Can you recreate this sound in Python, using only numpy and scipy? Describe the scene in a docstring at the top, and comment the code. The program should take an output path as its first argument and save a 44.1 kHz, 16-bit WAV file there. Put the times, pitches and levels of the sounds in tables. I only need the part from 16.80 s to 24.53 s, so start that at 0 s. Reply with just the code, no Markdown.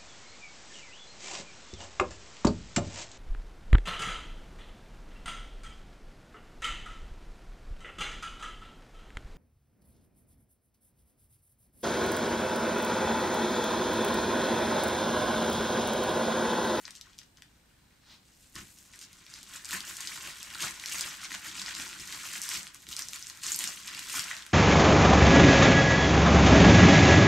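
"""In a furnished living room, a few metres away, a gift box wrapped in thin glossy paper is lifted off
the floor onto a lap and torn open. Creases buckle and fibres part in showers of tiny clicks, with
louder snaps among them. The box brushes an armrest once, and its hollow cardboard booms softly under
the hands. Behind it all are the faint rumble of the house, a hiss and a thin electrical whine."""
import sys
import numpy as np
from scipy import signal
from scipy.fft import rfft, irfft, next_fast_len
from scipy.io import wavfile
from scipy.ndimage import uniform_filter1d

SR = 44100
rng = np.random.default_rng(int(sys.argv[2]) if len(sys.argv) > 2 else 0)


def wav_out(sig):
    """Save sig, one row per channel (or a flat mono array), as 16-bit PCM at SR to the path in sys.argv[1]."""
    wavfile.write(sys.argv[1], SR, np.round(np.clip(np.atleast_2d(sig).T, -1, 1) * 32767).astype(np.int16))


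N = 340893


def from_db(db):
    """Turn decibels into a number to multiply a sound by."""
    return 10 ** (np.asarray(db) / 20)


def rms_one(x):
    """Scale a sound so that its average strength (rms) is 1."""
    return x / np.sqrt(np.mean(x ** 2) + 1e-30)


def in_time(rows):
    """Join (time_s, level_db) rows with straight lines: silent before the first, holding the last."""
    time_s, level_db = np.transpose(rows)
    return np.interp(np.arange(N) / SR, time_s, level_db, left=-120)


def at_hz(rows, hz):
    """Read between the rows of a (pitch_hz, value) table."""
    pitch_hz, values = np.transpose(rows)
    return np.interp(np.log(hz), np.log(pitch_hz), values)


def drift(rate_hz):
    """A smooth random wobble, about 1 in size."""
    r = np.exp(-80 * np.pi * rate_hz / SR)
    slow = signal.lfilter([1], [1, -2 * r, r * r], rng.standard_normal(N // 40 + 2002))[2000:]
    return np.interp(np.arange(N) / 40, np.arange(len(slow)), rms_one(slow))


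def third_octaves(lowest_hz, count):
    """Filters that each let a third of an octave through, as (centre_hz, filter) pairs."""
    edges = lowest_hz * 2 ** (np.arange(count + 1) / 3)
    return [(np.sqrt(low * high), signal.butter(2, [low, high], "band", fs=SR, output="sos"))
            for low, high in zip(edges, edges[1:])]


def noise_spectra(colour):
    """The spectra of two unrelated noises with the given tone colour, and their frequencies."""
    hz = np.maximum(np.fft.rfftfreq(next_fast_len(N), 1 / SR), 1)
    white = rfft(rng.standard_normal((2, next_fast_len(N))))
    return white * from_db(at_hz(colour, hz)), hz


def left_right(mid, side, alike):
    """Mix two noises into left and right: alike is 0 for unrelated sides, 1 for equal ones."""
    return np.sqrt(1 + alike) * mid + np.sqrt(1 - alike) * side * [[1], [-1]]


def house():
    """Steady rumble and hiss, alike on both sides only in the bass, with thin electrical tones."""
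    # tone colour of the rumble and hiss: pitch_hz, level_db
    colour = [(12, -29), (20, -3), (70, 1.5), (284, -4), (386, -11.5), (693, -13), (843, -13),
              (1390, -18.5), (1510, -13.5), (1890, -17.5), (4020, -18), (6650, -22), (8550, -18.5),
              (15800, -27)]
    # how alike left and right are: pitch_hz, likeness (0 to 1)
    likeness = [(60, 0.96), (180, 0.94), (550, 0.038), (1650, 0.16), (4970, 0.11), (15000, 0.14)]
    # steady electrical tones: pitch_hz, level_db
    tones = [(59.2, -76), (4027, -87), (7962, -92), (8409, -93), (11090, -95), (11386, -95)]
    (mid, side), hz = noise_spectra(colour)
    noise = irfft(left_right(mid, side, at_hz(likeness, hz)))[:, :N]
    t = np.arange(N) / SR
    whine = sum(np.sqrt(2) * from_db(db) * np.sin(2 * np.pi * hz * t) for hz, db in tones)
    noise_db = -63.5 + 0.2 * drift(rate_hz=7.1)
    return from_db(noise_db) * rms_one(noise) + whine


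def reflections():
    """The room's answer to one click: a few near echoes, then a wash whose treble dies first."""
    # bounces off the box face, floor and cabinet: delay_s, level_db
    echoes = [(.0021, -12.5), (.0066, -13), (0.0101, -15.5)]
    fade_s, treble_fade_s, tail_db = 0.21, 0.11, -6  # a fade is the time to drop 60 dB
    t = np.arange(SR // 2) / SR
    mid, side = rng.standard_normal((2, len(t)))
    side = signal.sosfilt(signal.butter(2, 330, "high", fs=SR, output="sos"), side)  # same bass each side
    tail = left_right(mid, side, alike=0.069)
    dull = signal.sosfilt(signal.butter(1, 4500, fs=SR, output="sos"), tail)
    tail = dull * from_db(-60 * t / fade_s) + (tail - dull) * from_db(-60 * t / treble_fade_s)
    tail *= np.clip(t / 0.0093, 0, 1)  # the echoes need time to thicken
    response = from_db(tail_db) * rms_one(tail) / np.sqrt(len(t))
    for delay_s, db in echoes:
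        response[:, round(delay_s * rng.uniform(.8, 1.2) * SR)] += from_db(db)
    return response


def living_room(sound, paths=4):
    """The sounding spot wanders over the sheet, so the sound reaches the walls by changing paths."""
    spot = rng.integers(0, paths, N // 600 + 1).repeat(600)[:N]
    echoes = sum(signal.oaconvolve((sound * (spot == k))[None], reflections(), axes=1)[:, :N]
                 for k in range(paths))
    dip_hz, width_hz = 477, 53  # the bounce off the floor cancels this pitch
    return signal.lfilter(*signal.iirnotch(dip_hz, dip_hz / width_hz, SR), sound + echoes)


def armrest_brush():
    """The wrapped box rubs over the armrest cloth with one smooth swish."""
    # rise and fall of the swish: time_s, level_db
    sweep = [(1.2, -82), (1.212, -71), (1.308, -52), (1.348, -54), (1.37, -60), (1.416, -82), (1.43, -82)]
    # tone colour of paper rubbing on cloth: pitch_hz, level_db
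    cloth = [(600, -16), (900, -8), (3000, -5.5), (4100, 0), (5500, -7.5), (8000, -16), (12000, -25)]
    spectra, _ = noise_spectra(cloth)
    end_s = sweep[-1][0]
    level_db = np.where(np.arange(N) < end_s * SR, in_time(sweep), -120)
    return from_db(level_db - 3.5) * rms_one(irfft(spectra[0])[:N])


def cardboard_box(wide_db):
    """Moving paper shakes the hollow box and bumps push it; both make it boom at a few low pitches."""
    # shaking of the box when the paper's wide patches are at -47 dB: time_s, level_db
    shaking = [(0, -39.5), (2.0, -37.5), (3.2, -41), (4.3, -42.5), (5.1, -38.5), (6.2, -43.5),
               (6.75, -39.5), (7.35, -41.5), (7.5, -50.5), (7.73, -47)]
    # the box bumps a lap or palm: start_s, strength_db
    thumps = [(1.754, -43), (1.784, -44), (1.814, -46), (2.939, -43.5), (3.459, -57), (3.828, -41),
              (4.99, -48), (5.195, -45.5), (5.769, -47), (6.081, -47.5), (6.741, -52), (7.379, -47)]
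    # the box's own low notes: pitch_hz, width_hz, level_db
    notes = [(40, 34, -11), (62, 21, -5), (87, 46, 1), (117, 57, -1), (159, 36, -0.5), (196.3, 15.3, 4),
             (297, 92, 0), (393, 44, -11.5)]
    follows, lag_s = .9, 0.0074  # the cardboard follows most of the paper's swing, a little late
    sluggish_db = uniform_filter1d(wide_db, int(2 * lag_s * SR) + 1, origin=int(lag_s * SR))
    shake_db = in_time(shaking) + follows * (sluggish_db + 47) + 1.46 * drift(rate_hz=29)
    shake = from_db(shake_db) * rng.standard_normal(N)
    bumps = np.zeros(N)
    for start_s, strength_db in thumps:
        bumps[round(start_s * SR)] = from_db(strength_db + 49.5)
    shake += signal.sosfilt(signal.butter(1, 120, fs=SR, output="sos"), bumps)  # soft contact is dull
    boom = np.zeros(N)
    for k, (hz, width_hz, level_db) in enumerate(notes):
        r = np.exp(-np.pi * width_hz / SR)
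        poles = [1, -2 * r * np.cos(2 * np.pi * hz / SR), r * r]
        boom += (-1) ** k * from_db(level_db) * signal.lfilter([1 - r, 0, r - 1], poles, shake)
    return signal.sosfilt(signal.butter(2, 420, fs=SR, output="sos"), boom)


def handling():
    """How hard the hands stir the paper: levels in dB for wide patches, small creases and fine fibres."""
    # fingers resting and sliding: time_s, crease_db, wide_extra_db, fibre_extra_db
    touches = [(0, -59, -7, -3), (.1, -70, -4, -13), (.5, -84, 0, -10), (.75, -76.5, 1.5, -30),
               (1.43, -74, -0.5, -19), (1.56, -65.5, -7.5, -5.5), (1.92, -64, -12, -1),
               (2.3, -65, -0.5, -14), (2.84, -62, 0, -14), (3.03, -54, 1.5, -13), (3.6, -58, -1.5, -11),
               (4.0, -53, -2, -15), (4.6, -58, -7, -11), (5.2, -57, 2, -13), (5.6, -47.5, -4, -13),
               (5.9, -60, 2.5, -11), (6.05, -66, -8, -11), (6.27, -57, -13, -15), (6.59, -60, 1, -13),
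               (6.98, -53, -5.5, -20), (7.5, -46.5, -0.5, -17), (7.73, -58, -1.5, -16)]
    # each pull, crumple or rip: peak_s, swell_s, fade_s, crease_db, wide_extra_db, fibre_extra_db
    crumples = [(.056, 0.019, 0.072, -58.5, 5, -9), (.163, .02, 0.023, -52, -21, -16),
                (.275, 0.089, .09, -61, -1, -25), (.392, .025, 0.056, -61, -2, -17),
                (.581, 0.023, 0.027, -68, 1, -16), (.632, .02, .09, -68, -3, -14),
                (1.497, .04, 0.042, -61.5, -14, -11), (1.757, .008, 0.022, -43, 2, -20),
                (1.785, 0.032, 0.074, -48.5, -3, -12), (1.995, 0.069, .15, -60, -8, -6),
                (2.143, 0.047, 0.028, -55.5, -3, -24), (2.223, .03, 0.033, -47.5, -10.5, -14),
                (2.339, .05, .2, -59, -8, -14), (2.549, 0.077, 0.12, -48, -8, -18),
                (2.755, 0.057, 0.042, -43, -5, -10), (2.939, 0.061, 0.056, -37.5, 0, -6.5),
                (3.08, 0.037, 0.063, -41, -4.5, -6), (3.214, 0.079, 0.47, -43, -5, -10),
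                (3.458, 0.1, 0.089, -42.5, -0.5, -7.5), (3.753, 0.097, .04, -47.5, 2, -10),
                (3.825, 0.036, 0.076, -33.5, -0.5, -10.5), (4.124, 0.073, .18, -36, -6, -9.5),
                (4.25, 0.11, 0.032, -39.5, -0.5, -12), (4.324, 0.038, 0.036, -45, 0.5, -20),
                (4.447, 0.062, 0.032, -40.5, -1, -16), (4.52, 0.041, 0.06, -40.5, -4, -15),
                (4.666, 0.092, 0.054, -43.5, 0, -9.5), (4.812, 0.16, .05, -40, -4, -17),
                (4.876, 0.026, 0.077, -41, -3, -20), (5.011, 0.19, 0.14, -40.5, -3.5, -13),
                (5.2, 0.016, 0.043, -40.5, -12.5, -16), (5.333, 0.092, 0.19, -43, -2.5, -10),
                (5.564, 0.24, 0.04, -41, -6, -8.5), (5.631, 0.042, .07, -39.5, -10.5, -10),
                (5.739, 0.074, .065, -35, -7, -11.5), (5.954, 0.028, 0.025, -54.5, 0, -6),
                (6.022, 0.054, 0.028, -51, -8, -12), (6.122, 0.036, 0.02, -40.5, -10, -8),
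                (6.194, 0.048, 0.054, -42.5, -4, -9), (6.357, 0.12, 0.063, -45.5, -3.5, -8),
                (6.502, 0.14, 0.058, -48, -4, -10), (6.634, 0.011, 0.19, -38, -6.5, -12.5),
                (6.723, 0.068, 0.045, -38, -12.5, -6.5), (6.812, 0.043, 0.19, -37, -7, -10.5),
                (7.09, 0.063, 0.18, -46, -1, -16), (7.188, 0.054, 0.031, -44.5, -2, -13),
                (7.358, 0.092, 0.1, -35.5, -3.5, -7), (7.569, 0.11, .035, -44, -3, -17)]
    swing_db = 12  # a crumple climbs this far during its swell and drops as far during its fade
    t = np.arange(0, N / SR + .002, .001)
    peak_s, swell_s, fade_s, crease_db, wide_db, fibre_db = np.transpose(crumples)[:, :, None]
    crumple_db = crease_db - swing_db * np.maximum((peak_s - t) / swell_s, (t - peak_s) / fade_s)
    touch_s, touch_db, touch_wide_db, touch_fibre_db = np.transpose(touches)
    levels_db = []
    for extra_db, touch_extra_db in (wide_db, touch_wide_db), (0, 0), (fibre_db, touch_fibre_db):
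        crumple_power = from_db(2 * (crumple_db + extra_db)).sum(axis=0)
        touch_power = from_db(2 * np.interp(t, touch_s, touch_db + touch_extra_db))
        levels_db.append(np.interp(np.arange(N) / SR, t, 10 * np.log10(crumple_power + touch_power)))
    return np.array(levels_db)


def paper_snaps(crease_db):
    """Folds give way: list the clear snaps, plus lesser random ones whose level follows the rustle."""
    # the clearest snaps of the paper: start_s, level_db, pitch_hz, spread_octaves
    clear = [(.039, -42, 4500, 1.0), (.0533, -25.5, 4800, 0.4), (.0791, -29.5, 1940, 1.8),
             (.1073, -28, 5000, .9), (.1525, -28.5, 5380, 0.84), (.2118, -26, 4950, .94),
             (.2692, -46, 1380, 0.31), (.3323, -39, 4000, .77), (.3816, -35, 5270, .7),
             (.3882, -25.5, 5060, 0.95), (.4151, -37.5, 2790, 1.15), (.432, -39, 3870, 0.86),
             (.5719, -38.5, 3890, 0.85), (.6215, -30, 2930, 1.24), (1.7548, -27, 3950, 1.5),
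             (1.9868, -37, 6770, 0.71), (2.1356, -34, 3640, 1.3), (2.159, -35, 7230, .69),
             (2.1908, -28, 5660, 0.8), (2.214, -27.5, 4930, 0.9), (2.3304, -31.5, 4770, 1.3),
             (2.465, -32, 4030, 0.99), (2.5, -35, 5300, .8), (2.5392, -26, 5260, 0.84),
             (2.63, -27.5, 4830, 1.1), (2.8466, -24, 5930, .63), (2.855, -21.5, 6140, .61),
             (2.89, -23, 5090, 1), (2.9086, -17, 3760, 1.5), (2.9287, -27, 1580, .29),
             (2.94, -30, 2190, .4), (3.0052, -18.5, 5000, .9), (3.1685, -21, 6240, 0.95),
             (3.206, -19, 6210, 0.74), (3.273, -18.5, 5300, .66), (3.3186, -30.5, 1910, 0.48),
             (3.359, -23, 3150, 2), (3.5715, -29, 5570, 1.4), (3.6293, -19.5, 6100, 0.79),
             (3.7026, -27, 3390, 1.1), (3.7481, -25, 4620, 0.99), (3.8058, -23, 2930, 0.78),
             (3.8169, -25, 3150, 1.1), (3.8241, -20, 4110, 1.1), (3.8814, -22, 4000, 1.2),
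             (3.9094, -22.5, 6240, 0.71), (3.9974, -23, 4140, 1), (4.0381, -28, 2210, .49),
             (4.0593, -17, 3880, 0.98), (4.1447, -27, 2170, .4), (4.2097, -12, 6200, 0.73),
             (4.4377, -23, 4970, 1.2), (4.453, -23.5, 3860, 1.2), (4.5068, -29, 2180, 0.76),
             (4.5174, -26, 1870, .74), (4.5413, -26, 1730, 0.85), (4.5487, -22, 2960, 1.2),
             (4.6447, -33, 2100, .49), (4.7951, -23, 3870, 1.2), (4.817, -20, 4510, .77),
             (4.8614, -21, 3730, 0.95), (4.9505, -21, 5030, 0.63), (5.079, -27, 6000, 1.2),
             (5.1291, -24.5, 2640, 0.78), (5.276, -23.5, 5080, .97), (5.3249, -20.5, 3570, 1.04),
             (5.617, -14, 6600, .66), (5.627, -21, 6500, 0.64), (5.636, -21, 6800, .6),
             (5.6902, -12, 5870, 0.9), (5.831, -27, 6150, 1), (5.8685, -27.5, 3160, 1.3),
             (5.876, -30, 5110, 1.0), (5.9457, -25.5, 5800, .77), (6.0677, -31, 2890, 1.2),
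             (6.0888, -22, 4360, 2.1), (6.136, -27, 3680, .87), (6.1656, -15.5, 5830, 0.77),
             (6.192, -17.5, 5800, 0.82), (6.2218, -23, 6150, 0.42), (6.2854, -20, 6050, 0.73),
             (6.3329, -22, 3620, 1.3), (6.3593, -22.5, 4590, 1.4), (6.4257, -25, 5740, 0.52),
             (6.4691, -25.5, 6600, 0.57), (6.499, -21.5, 4830, 0.84), (6.5734, -29, 5820, 1),
             (6.6347, -21, 6100, .8), (6.6659, -16, 6800, 0.35), (6.678, -18, 6290, .88),
             (6.7066, -19, 6750, .61), (6.7278, -20, 6700, .4), (6.7193, -12, 7210, 0.37),
             (6.745, -15, 6130, 0.6), (6.761, -13, 8000, .75), (6.79, -12.5, 6300, 0.88),
             (6.8399, -10.5, 5000, 1.1), (6.875, -16, 5530, 0.55), (6.9726, -28, 2180, .84),
             (7.0745, -23, 3300, 1.75), (7.079, -22.5, 5020, .64), (7.1484, -23, 3810, 1.4),
             (7.1922, -17.5, 3900, 1.3), (7.2979, -19.5, 3380, 1.3), (7.3936, -12, 4400, 1.16),
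             (7.441, -20, 5900, .51), (7.5124, -23, 1900, 0.54), (7.5667, -20, 3530, 1.3),
             (7.6228, -29.5, 3420, .92), (7.6646, -25, 3580, 1.6)]
    per_s, above_rustle_db, low_hz, high_hz = 22, 10.5, 3000, 7500
    at = np.flatnonzero(rng.random(N) < per_s / SR)
    size, pitch, spread = rng.random((len(at), 3)).T
    level_db = crease_db[at] + above_rustle_db + 8 * (size - .5)
    pitch_hz = low_hz * (high_hz / low_hz) ** pitch
    lesser = np.transpose([at / SR, level_db, pitch_hz, 0.38 + 0.72 * spread])
    return np.transpose([*clear, *lesser])


def shiver(clicks, flutter, fade_s):
    """After each crack the fold shivers in a short, ragged burst of noise."""
    fading = signal.lfilter([0, 1], [1, -np.exp(-1 / (fade_s * SR))], np.abs(clicks))
    return from_db(-20) * flutter * fading


def wrapping_paper(levels_db, clicks_per_s, uneven_db, clump_db, spread_octaves):
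    """Every buckling crease clicks around a pitch set by its size; the snaps are the big ones."""
    # tone colour of the rustle, per third of an octave: pitch_hz, level_db
    colour = [(560, -29.5), (800, -24.5), (1150, -13), (1600, -9.5), (2500, -10), (4000, -12), (5500, -12),
              (7000, -5.5), (9000, -5), (11300, -4.5), (14300, -12.5)]
    # treble of the snaps (large folds give little of the very highest): pitch_hz, level_db
    snap_treble = [(8000, -1), (11000, 5), (14300, -14)]
    size_hz = 1700, 5800, 12000  # pitches of wide patches, small creases and fine fibres
    click_at = np.flatnonzero(rng.random(N) < clicks_per_s * from_db(clump_db * drift(rate_hz=25)) / SR)
    strength = from_db(uneven_db * np.minimum(rng.exponential(1, len(click_at)), 3))
    click_hz = 600 * 2 ** (4.71 * rng.random(len(click_at)) ** .5)  # small creases outnumber wide ones
    snap_s, snap_db, snap_hz, snap_spread = paper_snaps(levels_db[1])
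    snap_at = (snap_s * SR).astype(int)
    bands = third_octaves(lowest_hz=497, count=15)
    scatter_db = 2.3 * rng.standard_normal((len(snap_s), len(bands)))
    flutter = rng.standard_normal(N)
    sheet = np.zeros(N)
    for k, (hz, band) in enumerate(bands):
        # a click is strongest in the bands near its own pitch
        click_share = np.exp(-(np.log2(hz / click_hz) / spread_octaves) ** 2)
        clicks = np.full(N, 1e-18)
        clicks[click_at] = strength * click_share * rng.standard_normal(len(click_at))
        size_mix = [np.interp(np.log(hz), np.log(size_hz), one) for one in np.eye(3)]
        passed = 2 * hz * (2 ** (1 / 6) - 2 ** (-1 / 6)) / SR  # share of energy this band lets through
        rustle = from_db(size_mix @ levels_db + at_hz(colour, hz)) * rms_one(clicks) / np.sqrt(passed)
        snap_share = 0.027 * snap_spread + np.exp(-(np.log2(hz / snap_hz) / snap_spread) ** 2)
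        band_db = snap_db - 10.5 + scatter_db[:, k] + at_hz(snap_treble, hz)
        snaps = np.full(N, 1e-18)
        snaps[snap_at] = from_db(band_db) * snap_share * SR / snap_hz / snap_spread
        shivers = shiver(rustle, flutter, fade_s=0.00079) + shiver(snaps, flutter, fade_s=0.0014)
        # flipping every other band keeps neighbours from cancelling
        sheet += (-1) ** k * signal.sosfilt(band, rustle + snaps + shivers)
    return sheet


def scene():
    """The gift is unwrapped in the room, over the noise of the house."""
    # the gift comes up from the left onto the lap: time_s, left_minus_right_db
    lean = [(0, 3.5), (.6, 2.5), (1.5, 0.8), (7.73, 0.5)]
    levels_db = handling()
    paper = wrapping_paper(levels_db, clicks_per_s=4000, uneven_db=3.5, clump_db=2.0, spread_octaves=0.96)
    gift = paper + cardboard_box(levels_db[0]) + armrest_brush()
    balance = from_db(in_time(lean) * [[.5], [-.5]])
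    return living_room(gift) * balance + house()


def record(dry):
    """The microphone's housing softens one treble band, and the very top is cut off steeply."""
    dip_hz, width_hz, share_removed, cutoff_hz = 10450, 1900, 0.52, 15650
    shaded = dry - share_removed * signal.lfilter(*signal.iirpeak(dip_hz, dip_hz / width_hz, SR), dry)
    return signal.sosfilt(signal.ellip(12, .3, 60, cutoff_hz, fs=SR, output="sos"), shaded)


dry = scene()
out = record(dry)
wav_out(out)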